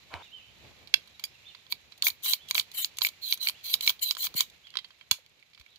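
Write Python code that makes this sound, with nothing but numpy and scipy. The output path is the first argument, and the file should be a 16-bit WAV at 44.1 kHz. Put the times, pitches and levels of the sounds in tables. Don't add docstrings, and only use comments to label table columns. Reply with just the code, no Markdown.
import sys
import numpy as np
from scipy import signal
from scipy.fft import rfft, irfft, next_fast_len
from scipy.io import wavfile
from scipy.ndimage import uniform_filter1d, minimum_filter1d

SR = 44100
rng = np.random.default_rng(int(sys.argv[2]) if len(sys.argv) > 2 else 0)


def level_to_linear(level):
    exponent = np.asarray(level, float) / 20
    return 10 ** exponent


def transcribe(u):
    v = np.clip(np.atleast_2d(u).T, -1, 1)
    q = np.round(v * 32767).astype(np.int16)
    wavfile.write(sys.argv[1], SR, q)


N = 254935


def rms_one(x):
    return x / np.sqrt(np.mean(x ** 2, axis=-1, keepdims=True) + 1e-20)


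def in_time(tables, column, rest):
    t, out = np.arange(N) / SR, np.full(N, float(rest))
    for rows in map(np.array, tables):
        inside = (t >= rows[0, 0]) & (t <= rows[-1, 0])
        out[inside] = np.interp(t[inside], rows[:, 0], rows[:, column])
    return out


def colour(x, points, share=1):
    size, (hz, db) = next_fast_len(N + 4096), np.transpose(points)
    log_hz = np.log(np.arange(size // 2 + 1) * SR / size + 1)
    response = level_to_linear(share * np.interp(log_hz, np.log(hz), db))
    return irfft(rfft(x, size) * response, size)[..., :N]


def ring(x, hz, t60):
    r, w = level_to_linear(-60 / (t60 * SR)), 2 * np.pi * hz / SR
    return signal.lfilter([0, np.sin(w)], [1, -2 * r * np.cos(w), r * r], x + 1e-18)


def drift(rate_hz):
    r = np.exp(-2 * np.pi * rate_hz / SR)
    return rms_one(signal.lfilter([1], [1, -2 * r, r * r], rng.standard_normal(N + SR))[SR:])


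def pair(rows, alike):
    alike = np.clip(alike, 0, 1)
    return np.sqrt(alike) * rows[0] + np.sqrt(1 - alike) * rows[1:]


def span(start, stop, attack, release):
    t = np.arange(N) / SR
    fade_in = np.clip((t - start) / attack, 0, 1) ** 2
    decay = np.exp(-np.maximum(t - stop, 0) / release * 2)
    return np.clip((t - start) / (stop - start), 0, 1), fade_in * decay


def highpass(x, hz):
    return signal.sosfilt(signal.butter(2, hz, "high", fs=SR, output="sos"), x)


# [t/s, rumble level/dB, hiss level/dB]
FLOOR_LEVELS = [(0.0, -70.5, -58), (0.58, -67.5, -59.5), (0.64, -62, -56), (0.85, -65, -58.5),
                (1.19, -72, -58), (1.98, -72, -61), (2.46, -70, -57), (3.3, -70.5, -57.5),
                (3.91, -69.5, -54), (4.1, -72.5, -64.5), (4.25, -68, -57), (4.5, -72, -59.5),
                (5.49, -79, -65.5), (5.78, -76, -64)]
# [f/Hz, level/dB per Hz]
LEFT_FLOOR_COLOUR = [(25, -21), (70, 3.5), (145, -2.5), (300, -7.5), (600, -5.5), (1400, -12.5), (2400, -7),
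                     (4600, -11), (7200, -11), (8600, -28), (11500, -20.5), (15200, -18.5), (16000, -34.5)]
RIGHT_FLOOR_COLOUR = [(25, -21.5), (70, 1.5), (140, -0.5), (270, -8.5), (620, -9.5), (1500, -10),
                      (2400, 0.5), (3100, -3), (4030, -0.5), (5700, -18.5), (6700, -30.5), (14400, -27),
                      (16000, -31)]


def floor():
    def shaped(x, kind, hz):
        x = np.array([colour(x[0], LEFT_FLOOR_COLOUR), colour(x[1], RIGHT_FLOOR_COLOUR)])
        x = signal.sosfilt(signal.butter(2, hz, kind, fs=SR, output="sos"), x)
        return x / np.sqrt(np.mean(x.mean(0) ** 2))
    rumble = shaped(pair(rng.standard_normal((3, N)), 0.45), "low", 900)
    hiss = shaped(rng.standard_normal((2, N)), "high", 900)
    rumble_db = in_time([FLOOR_LEVELS], 1, -72.5) + 2.0 + 2.0 * drift(11)
    hiss_db = in_time([FLOOR_LEVELS], 2, -61.5) - 3.5 + 1.0 * drift(24)
    return rumble * level_to_linear(rumble_db) + hiss * level_to_linear(hiss_db)


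def ticks():
    start_s, period_s = .074, .1024
    at = (np.arange(start_s, N / SR, period_s) * SR).astype(int)
    clicks = np.zeros(N)
    clicks[at] = level_to_linear(-44.5 + 1.6 * rng.standard_normal(len(at)))
    return ring(clicks, 6970, 0.00038) * level_to_linear([[0], [-14]])


# [t/s, level/dB]
CLATTER_LEVELS = [(.105, -57), (.115, -50), (.145, -40.5), (.18, -48.5), (.222, -49), (.23, -71)]
# [f/Hz, width/Hz, level/dB]
CLATTER_RESONANCES = [(515, 620, -33), (1008, 150, 9.5), (1375, 430, 6), (2320, 430, 4), (2960, 100, 0.5),
                      (3430, 390, -42)]
# [t/s, level before softening and ringing/dB]
CRACK_IMPULSE = [(0.14, -24)]


def clatter():
    drive = pair(rng.standard_normal((3, N)), 0.64) * level_to_linear(1.0 * drift(80))
    body = 0
    for hz, width, db in CLATTER_RESONANCES:
        t60 = np.log(1000) / np.pi / width
        body = body + level_to_linear(db) * np.sqrt(width) * ring(drive, hz, t60)
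    body = highpass(rms_one(body), 400)
    click = np.zeros(N)
    click[round(CRACK_IMPULSE[0][0] * SR)] = level_to_linear(CRACK_IMPULSE[0][1])
    click = signal.lfilter([.3], [1, -.7], click)
    crack = 1.75 * ring(click, 2280, 0.0029) + 1.0 * ring(click, 4020, 0.0066)
    return body * level_to_linear(in_time([CLATTER_LEVELS], 1, -120)) + crack * level_to_linear([[-7], [4]])


# [t/s, level before onset and damping/dB, settled f/Hz, t60/s, left-right level/dB]
THUD_SWINGS = [(0.141, -45, 87, 0.13, -27), (4.348, -30, 123.3, 0.021, -33.5),
               (5.113, -27.5, 91, 0.027, 19), (5.183, -40, 500, 0.027, 3), (5.597, -48.5, 63.3, 0.066, 20)]


def thuds():
    out = np.zeros((2, N))
    for s, db, hz, t60, pan_db in THUD_SWINGS:
        t = np.maximum(np.arange(N) / SR - s, 0)
        cycles = hz * (t + 0.0084 * (1 - np.exp(-t / 0.0016)))
        onset = np.minimum(t / 0.013, 1)
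        swing = level_to_linear(db - 60 * t / t60) * np.sin(2 * np.pi * cycles) * onset
        out += swing * level_to_linear([[pan_db / 2], [-pan_db / 2]])
    return highpass(out, 50)


# [t/s, f/Hz, mean level before flutter/dB]
WHISTLES = [
    [(0.225, 3510, -51), (0.245, 3944, -61), (0.261, 2897, -59), (0.287, 2704, -64), (0.3, 2670, -67)],
    [(0.315, 2760, -60), (0.335, 3154, -47), (0.371, 3004, -51), (0.397, 2784, -61), (0.42, 2488, -61)],
    [(1.135, 4135, -74), (1.149, 3861, -56), (1.162, 3728, -70)],
    [(1.34, 2890, -84), (1.354, 2719, -58), (1.384, 2460, -78), (1.39, 2545, -68)],
    [(1.43, 2140, -61), (1.448, 2800, -60), (1.456, 3420, -54), (1.468, 3564, -50), (1.479, 3630, -51)],
    [(1.481, 3850, -62), (1.487, 4130, -56), (1.492, 4120, -58)],
    [(1.493, 3320, -59), (1.502, 3050, -56), (1.518, 2680, -62)],
    [(2.38, 3000, -72), (2.408, 3075, -57), (2.42, 3460, -56), (2.466, 3360, -71), (2.49, 3350, -49)],
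    [(3.53, 2510, -85), (3.55, 2739, -56), (3.572, 3430, -61), (3.582, 3370, -62), (3.62, 3250, -69)],
    [(4.58, 2690, -80.5), (4.616, 2570, -86), (4.654, 3430, -52), (4.688, 2750, -64), (4.72, 3060, -72)],
    [(5.68, 3200, -62.5), (5.696, 3684, -67), (5.716, 4070, -66.5), (5.75, 2970, -71), (5.78, 3307, -76.5)],
]


def bird():
    level = level_to_linear(in_time(WHISTLES, 2, -120) + 2.0 * drift(50))
    level = uniform_filter1d(level, size=300)
    phase = 2 * np.pi * np.cumsum(in_time(WHISTLES, 1, 2800)) / SR
    return np.sqrt(2) * level * np.sin(phase)


# [f/Hz, struck level/dB, scraped level/dB, t60/s]
STEEL_MODES = [(994, 1, -32, 0.022), (1480, 11, -20.5, 0.0034), (1884, 5.5, -19.5, 0.0028),
               (2291, 13, -6, 0.013), (2670, 8.5, -7.5, 0.0035), (3045, -8, -1, 0.013),
               (3300, 1.5, 0.5, 0.0069), (3950, -1, -5.5, 0.01), (4390, -2.5, -3.5, 0.015),
               (4862, -5, -3.5, 0.0084), (5405, -1, -11, 0.0027), (6350, 8.5, -10.5, 0.0038),
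               (7050, 7.5, -9, 0.0042), (7564, 10.5, -14, 0.0015), (8610, -10, -11.5, 0.0016),
               (10360, 12, -6, 0.00076), (10860, 9, -10, 0.0044), (11860, 1.5, -22, 0.012),
               (12110, -4.5, -10.5, 0.0045), (12220, 11, 0.5, 0.0039), (13540, -1, -6.5, 0.0011),
               (15610, 17.5, 12.5, 0.013), (14820, 7.5, -1.5, 0.0056)]
MODE_GROUP_EDGES = [1700, 2800, 5500, 9000]


def steel(drives):
    out = np.zeros((2, N))
    for k, (drive, (hz, _, _, t60)) in enumerate(zip(drives, STEEL_MODES)):
        out += (-1) ** k * ring(drive, hz, t60)
    return highpass(out, 550)


# [t/s, middle-mode level/dB,
# then against it: lowest-mode level/dB, low-mode level/dB, high-mode level/dB]
STEEL_BLOWS = [(.8732, -45.5, -17, -14, -18), (.9398, -18.5, -21, -8, -14.5), (1.0742, -54, 1, -12, -10),
               (1.1955, -42.5, -4.5, -8, -10), (1.2388, -30.5, -30, -13.5, -5.5),
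               (1.2504, -44.5, -30, -6.5, 0.5), (1.5486, -44, -3, -5.5, -40), (1.6654, -55, 3, -10, -25),
               (1.7235, -26, -11, -7, -14.5), (1.9214, -43.5, -10.5, -12.5, -38),
               (1.9772, -55, -21, -20, -4), (2.023, -19, -55, -18.5, -13), (2.0334, -41, 4, -18, -11),
               (2.0676, -19, -28, 0, -17), (2.0832, -23, -15, -39, -8), (2.102, -34.5, -15, -32, -9),
               (2.2237, -52, -6, -22, -9), (2.2603, -30.5, -12, -12.5, -15), (2.3344, -18.5, -20, -18, -10),
               (2.3535, -51, -16, -4, -14), (2.4863, -43.5, -42, -50, -6), (2.51, -20.5, -16, -14.5, -9.5),
               (2.5462, -30, -9, -28, -5), (2.552, -18.5, -16, -13.5, -22), (2.5797, -21, -43, -2, -27),
               (2.597, -23, -18, -18.5, -11.5), (2.6094, -35.5, -11, -20, -8.5),
               (2.7157, -47.5, -35, -12, -6.5), (2.8457, -21, -27, -27, -11), (2.855, -55, -22, -9, 14),
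               (2.97, -44, -32, -42, -5), (2.9854, -27, -15, -17, -7.5), (3.0096, -36.5, -3, -21, -9),
               (3.018, -18.5, -13, -18.5, -36), (3.0485, -23, -30, -3.5, -32),
               (3.068, -23, -20.5, -12, -16), (3.0873, -36.5, -14, -15, -6.5),
               (3.3249, -17.5, -51, -17, -17), (3.334, -33, -13.5, -20, -6), (3.3744, -45, -5, -28, -5.5),
               (3.471, -24.5, -39, -3, -28.5), (3.486, -21.5, -36, -15, -15.5),
               (3.4962, -29, -12.5, -11, -15.5), (3.7399, -14.5, -37, -21, -13),
               (3.752, -36, -6.5, -20, -5), (3.8085, -28.5, -31, -17.5, -8),
               (3.8642, -29, -37.5, -12.5, -11), (3.8762, -13, -40, -12.5, -39.5),
               (3.8945, -20, -20, -15.5, -10), (3.9024, -29.5, -6, -14, -10), (3.993, -47, -22, -24, -10),
               (4.1093, -17.5, -23, -23, -15), (4.121, -44, -1, -12, -4.5), (4.15, -38.5, -9, -25, -10.5),
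               (4.1682, -37, 3, -28, -15), (4.2685, -27.5, -11, -15.5, -24), (4.341, -41.5, -2, -18, -7.5),
               (4.4062, -11.5, -17.5, -33, -9), (4.4992, -52, -30, -22.5, -8), (4.6699, -51.5, -4, -6, -32),
               (4.702, -44.5, -16, -21, -13.5), (4.7396, -52, 3.5, -19, -23), (4.755, -38.5, 3, -14, -23),
               (4.7706, -21.5, -20, -35, -51), (4.7877, -34, -7.5, -21, -22), (4.8449, -44.5, -5, -21, -40),
               (4.9055, -56, 7.5, -9.5, -31), (5.011, -54, 4.5, 1, -40.5), (5.1121, -11, -13.5, -18.5, -5),
               (5.2628, -54.5, -20, -7.5, -11), (5.426, -64.5, -28, 7, -16), (5.5333, -55, -20.5, -3, -26),
               (5.5475, -50.5, -24, -6, -28), (5.5766, -57.5, 3, -0.5, -21),
               (5.5974, -50.5, -29, -10, -13.5), (5.6117, -54.5, 1.5, -4, -12),
               (5.6624, -62.5, -3, 7.5, -14), (5.7588, -52.5, -42, -34, -15)]
TOUCH_LEVELS = [-68.5, -17.5, -4, -27]


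def blows():
    touches, top_db = 14, -7
    length = 600
    touch_s = rng.uniform(0, N - length, touches) / SR
    touch_rows = np.c_[touch_s, TOUCH_LEVELS + rng.normal(0, 3, (touches, 4))]
    s, db, lowest_db, low_db, high_db = np.r_[STEEL_BLOWS, touch_rows].T
    group_db = [lowest_db, low_db, 0 * db, high_db, high_db + top_db]
    at = (s * SR).astype(int)[:, None] + np.arange(length)
    rattle = pair(rng.choice([-1., 1.], (len(s), 3, length)).swapaxes(0, 1), 0.32)
    soft = np.clip((-22 - db) / 25, 0, 1)[:, None]
    dying = 0.14 * np.exp(-np.arange(length) / ((0.0021 + 0.0028 * soft) * SR))
    contact = (np.arange(length) == 0) * (1 - 0.49 * soft)
    spread_db = rng.normal(0, 1, (len(s), len(STEEL_MODES)))

    def drives():
        for k, (hz, struck_db, _, _) in enumerate(STEEL_MODES):
            group = np.searchsorted(MODE_GROUP_EDGES, hz)
            chatter = contact + min(hz / 5000, 1) * dying * np.roll(rattle, 7 * k, axis=2)
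            drive = np.zeros((2, N))
            drive[:, at] = chatter * level_to_linear(db + struck_db + spread_db[:, k] + group_db[group])[:, None]
            yield drive
    return steel(drives())


# [t/s, impulse level/dB]
GATE_IMPULSES = [(.9398, -17.5), (5.1113, -16.5)]
# [f/Hz, level/dB, t60/s]
GATE_MODES = [(708, -23.5, .012), (1176, -15.5, 0.0086), (1510, -10.5, 0.011), (2680, 0.5, 0.013),
              (3400, 0.5, 0.012), (4200, -1, 0.0094), (4510, -7, 0.0099), (5030, 0.5, .008),
              (5564, -1, 0.0073), (6840, -9.5, 0.0058), (11580, -12.5, 0.0087)]


def gate():
    bounce_s = .0011
    clicks = np.zeros(N)
    for s, db in GATE_IMPULSES:
        for k in range(4):
            clicks[round((s + k * bounce_s * rng.uniform(.8, 1.2)) * SR)] = level_to_linear(db)
    out = 0
    for k, (hz, db, t60) in enumerate(GATE_MODES):
        out = out + (-1) ** k * level_to_linear(db) * ring(clicks, hz, t60)
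    return out


def thin_modes(knocks, modes):
    clicks = np.zeros(N)
    for s, db in knocks:
        clicks[round(s * SR)] = level_to_linear(db)
    rings = sum(level_to_linear(db) * ring(clicks, hz, t60) for hz, db, t60 in modes)
    return signal.sosfilt(signal.butter(2, [1500, 6500], "band", fs=SR, output="sos"), rings)


# [t/s, impulse level/dB]
CASE_IMPULSES = [(1.24, -28.5), (1.25, -48)]
# [f/Hz, level/dB, t60/s]
CASE_MODES = [(2430, -15, 0.086), (4770, 3.5, 0.037), (5150, -25, 0.29)]


def case():
    return thin_modes(CASE_IMPULSES, CASE_MODES)


# [start t/s, stop t/s, scrape level/dB, high-mode squeal level/dB,
# swell from start to stop level/dB]
ROD_STROKES = [(1.688, 1.724, -50.5, -47, 13), (2.027, 2.079, -46, -33.5, 3),
               (2.223, 2.342, -47, -39.5, -1.5), (2.483, 2.501, -44, -41, 20),
               (2.537, 2.594, -44.5, -34, 4), (2.727, 2.85, -51.5, -44.5, -1.5),
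               (3.001, 3.07, -43, -38.5, 0.5), (3.205, 3.339, -49.5, -46, 4),
               (3.395, 3.487, -43.5, -35, 19), (3.623, 3.745, -45, -39, 13.5),
               (3.807, 3.901, -50, -39.5, 2), (4.004, 4.118, -49, -42, -5.5),
               (4.163, 4.262, -47.5, -37, 12), (4.345, 4.419, -43, -37, 1)]


def rod():
    scrape_gain, squeal_gain = np.zeros((2, N))
    for start, stop, scrape_db, squeal_db, swell_db in ROD_STROKES:
        done, gain = span(start, stop, 0.022, 0.014)
        speed = gain * level_to_linear(swell_db * (done - 1))
        scrape_gain += speed * level_to_linear(scrape_db)
        squeal_gain += speed * level_to_linear(squeal_db)
    slip_db = 1.8 * np.minimum(rng.exponential(1, N), 5) + 1.88 * drift(43)
    slips = (rng.random(N) < 7000.0 / SR) * level_to_linear(slip_db)
    grains = rms_one(pair(rng.standard_normal((3, N)), 0.022) * slips)
    scrape, squeal = grains * scrape_gain, grains * squeal_gain
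    travel = [level_to_linear(4.6 * drift(10.2)) for _ in range(5)]

    def drives():
        for k, (hz, _, scraped_db, t60) in enumerate(STEEL_MODES):
            source = squeal if np.searchsorted(MODE_GROUP_EDGES, hz) > 2 else scrape
            yield source * travel[k % 5] * level_to_linear(scraped_db) / np.sqrt(t60 * SR / 28)
    return steel(drives())


# [start t/s, stop t/s, first f/Hz, last f/Hz, level/dB]
SPRING_SQUEAKS = [(1.692, 1.733, 4050, 3830, -56), (2.012, 2.069, 3900, 3770, -43),
                  (2.228, 2.336, 3950, 3960, -39.5), (2.751, 2.84, 4040, 3590, -46),
                  (3.206, 3.314, 4290, 3940, -43), (3.388, 3.461, 4120, 4020, -41.5),
                  (3.627, 3.735, 4200, 4010, -45), (3.811, 3.865, 4120, 4040, -36.5),
                  (4.009, 4.105, 4100, 3950, -37), (4.183, 4.265, 4080, 4160, -43),
                  (4.351, 4.394, 4200, 4274, -35.5)]


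def squeak():
    hz, level = np.full(N, 4000.), np.zeros(N)
    for start, stop, first_hz, last_hz, db in SPRING_SQUEAKS:
        done, gain = span(start, stop, .025, .004)
        hz = np.where(done > 0, first_hz + (last_hz - first_hz) * done, hz)
        level += level_to_linear(db) * gain
    phase = 2 * np.pi * np.cumsum(hz) / SR
    slow = np.array([drift(130) for _ in range(6)])  # Hz, sets the bandwidth
    band = slow[:3] * np.cos(phase) + slow[3:] * np.sin(phase)
    return pair(band, 0.94) * level * level_to_linear(2.0 * drift(6.7))


# [t/s, impulse level/dB]
CYLINDER_IMPULSES = [(4.6699, -50), (4.7396, -46), (4.755, -44), (4.7706, -39), (4.7877, -37.5),
                     (4.8449, -46.5), (4.9055, -55), (5.011, -51)]
# [f/Hz, level/dB, t60/s]
CYLINDER_MODES = [(2070, -4, .04), (2644, -6, .03), (3180, 2, 0.068), (4460, -16, 0.038)]


def cylinder():
    return thin_modes(CYLINDER_IMPULSES, CYLINDER_MODES)


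def yard(x, t60, db, dull):
    t = np.arange(SR // 2) / SR
    tail = rng.standard_normal((2, len(t))) * level_to_linear(-60 * t / t60) * np.minimum(t / 0.002, 1)
    tail = signal.lfilter([1], [1, -np.clip(dull, 0, .9)], tail)
    tail = tail / np.sqrt(np.sum(tail ** 2) / 2)
    return x + level_to_linear(db) * signal.fftconvolve(x, tail, axes=1)[:, :N]


# [f/Hz, left-right level/dB]
PORT_DIFFERENCE = [(300, 8.5), (1000, -5), (1700, -5.5), (2300, -12), (3100, -14.5), (4200, -20),
                   (5000, -9.5), (5800, -2), (7000, 18.5), (8200, 13.5), (9600, -1.5), (11000, 11.5),
                   (12500, 17.5), (15500, 16.5)]


def two_ports(gun):
    left = np.roll(gun[0], 6)
    return np.array([colour(left, PORT_DIFFERENCE, 0.46), colour(gun[1], PORT_DIFFERENCE, -0.39)])


def scene():
    gun = blows() + gate() + case() + rod() + squeak() + cylinder()
    gun = two_ports(yard(gun, 0.14, -17.5, 0.079))
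    song = yard(bird() * level_to_linear([[-4], [3]]), 0.52, 0.0, 0)
    return floor() + ticks() + clatter() + thuds() + song + gun


def band_limit(x):
    return signal.sosfilt(signal.butter(12, 16780, fs=SR, output="sos"), x)


def record(dry):
    limit = .9
    gain = minimum_filter1d(limit / np.maximum(np.abs(dry).max(axis=0), limit), size=89)
    limited = dry * uniform_filter1d(gain, size=45)
    top_cut = signal.cheby2(10, 50, 15820, fs=SR, output="sos")
    return band_limit(signal.sosfilt(top_cut, limited))


dry = scene()
out = record(dry)
transcribe(out)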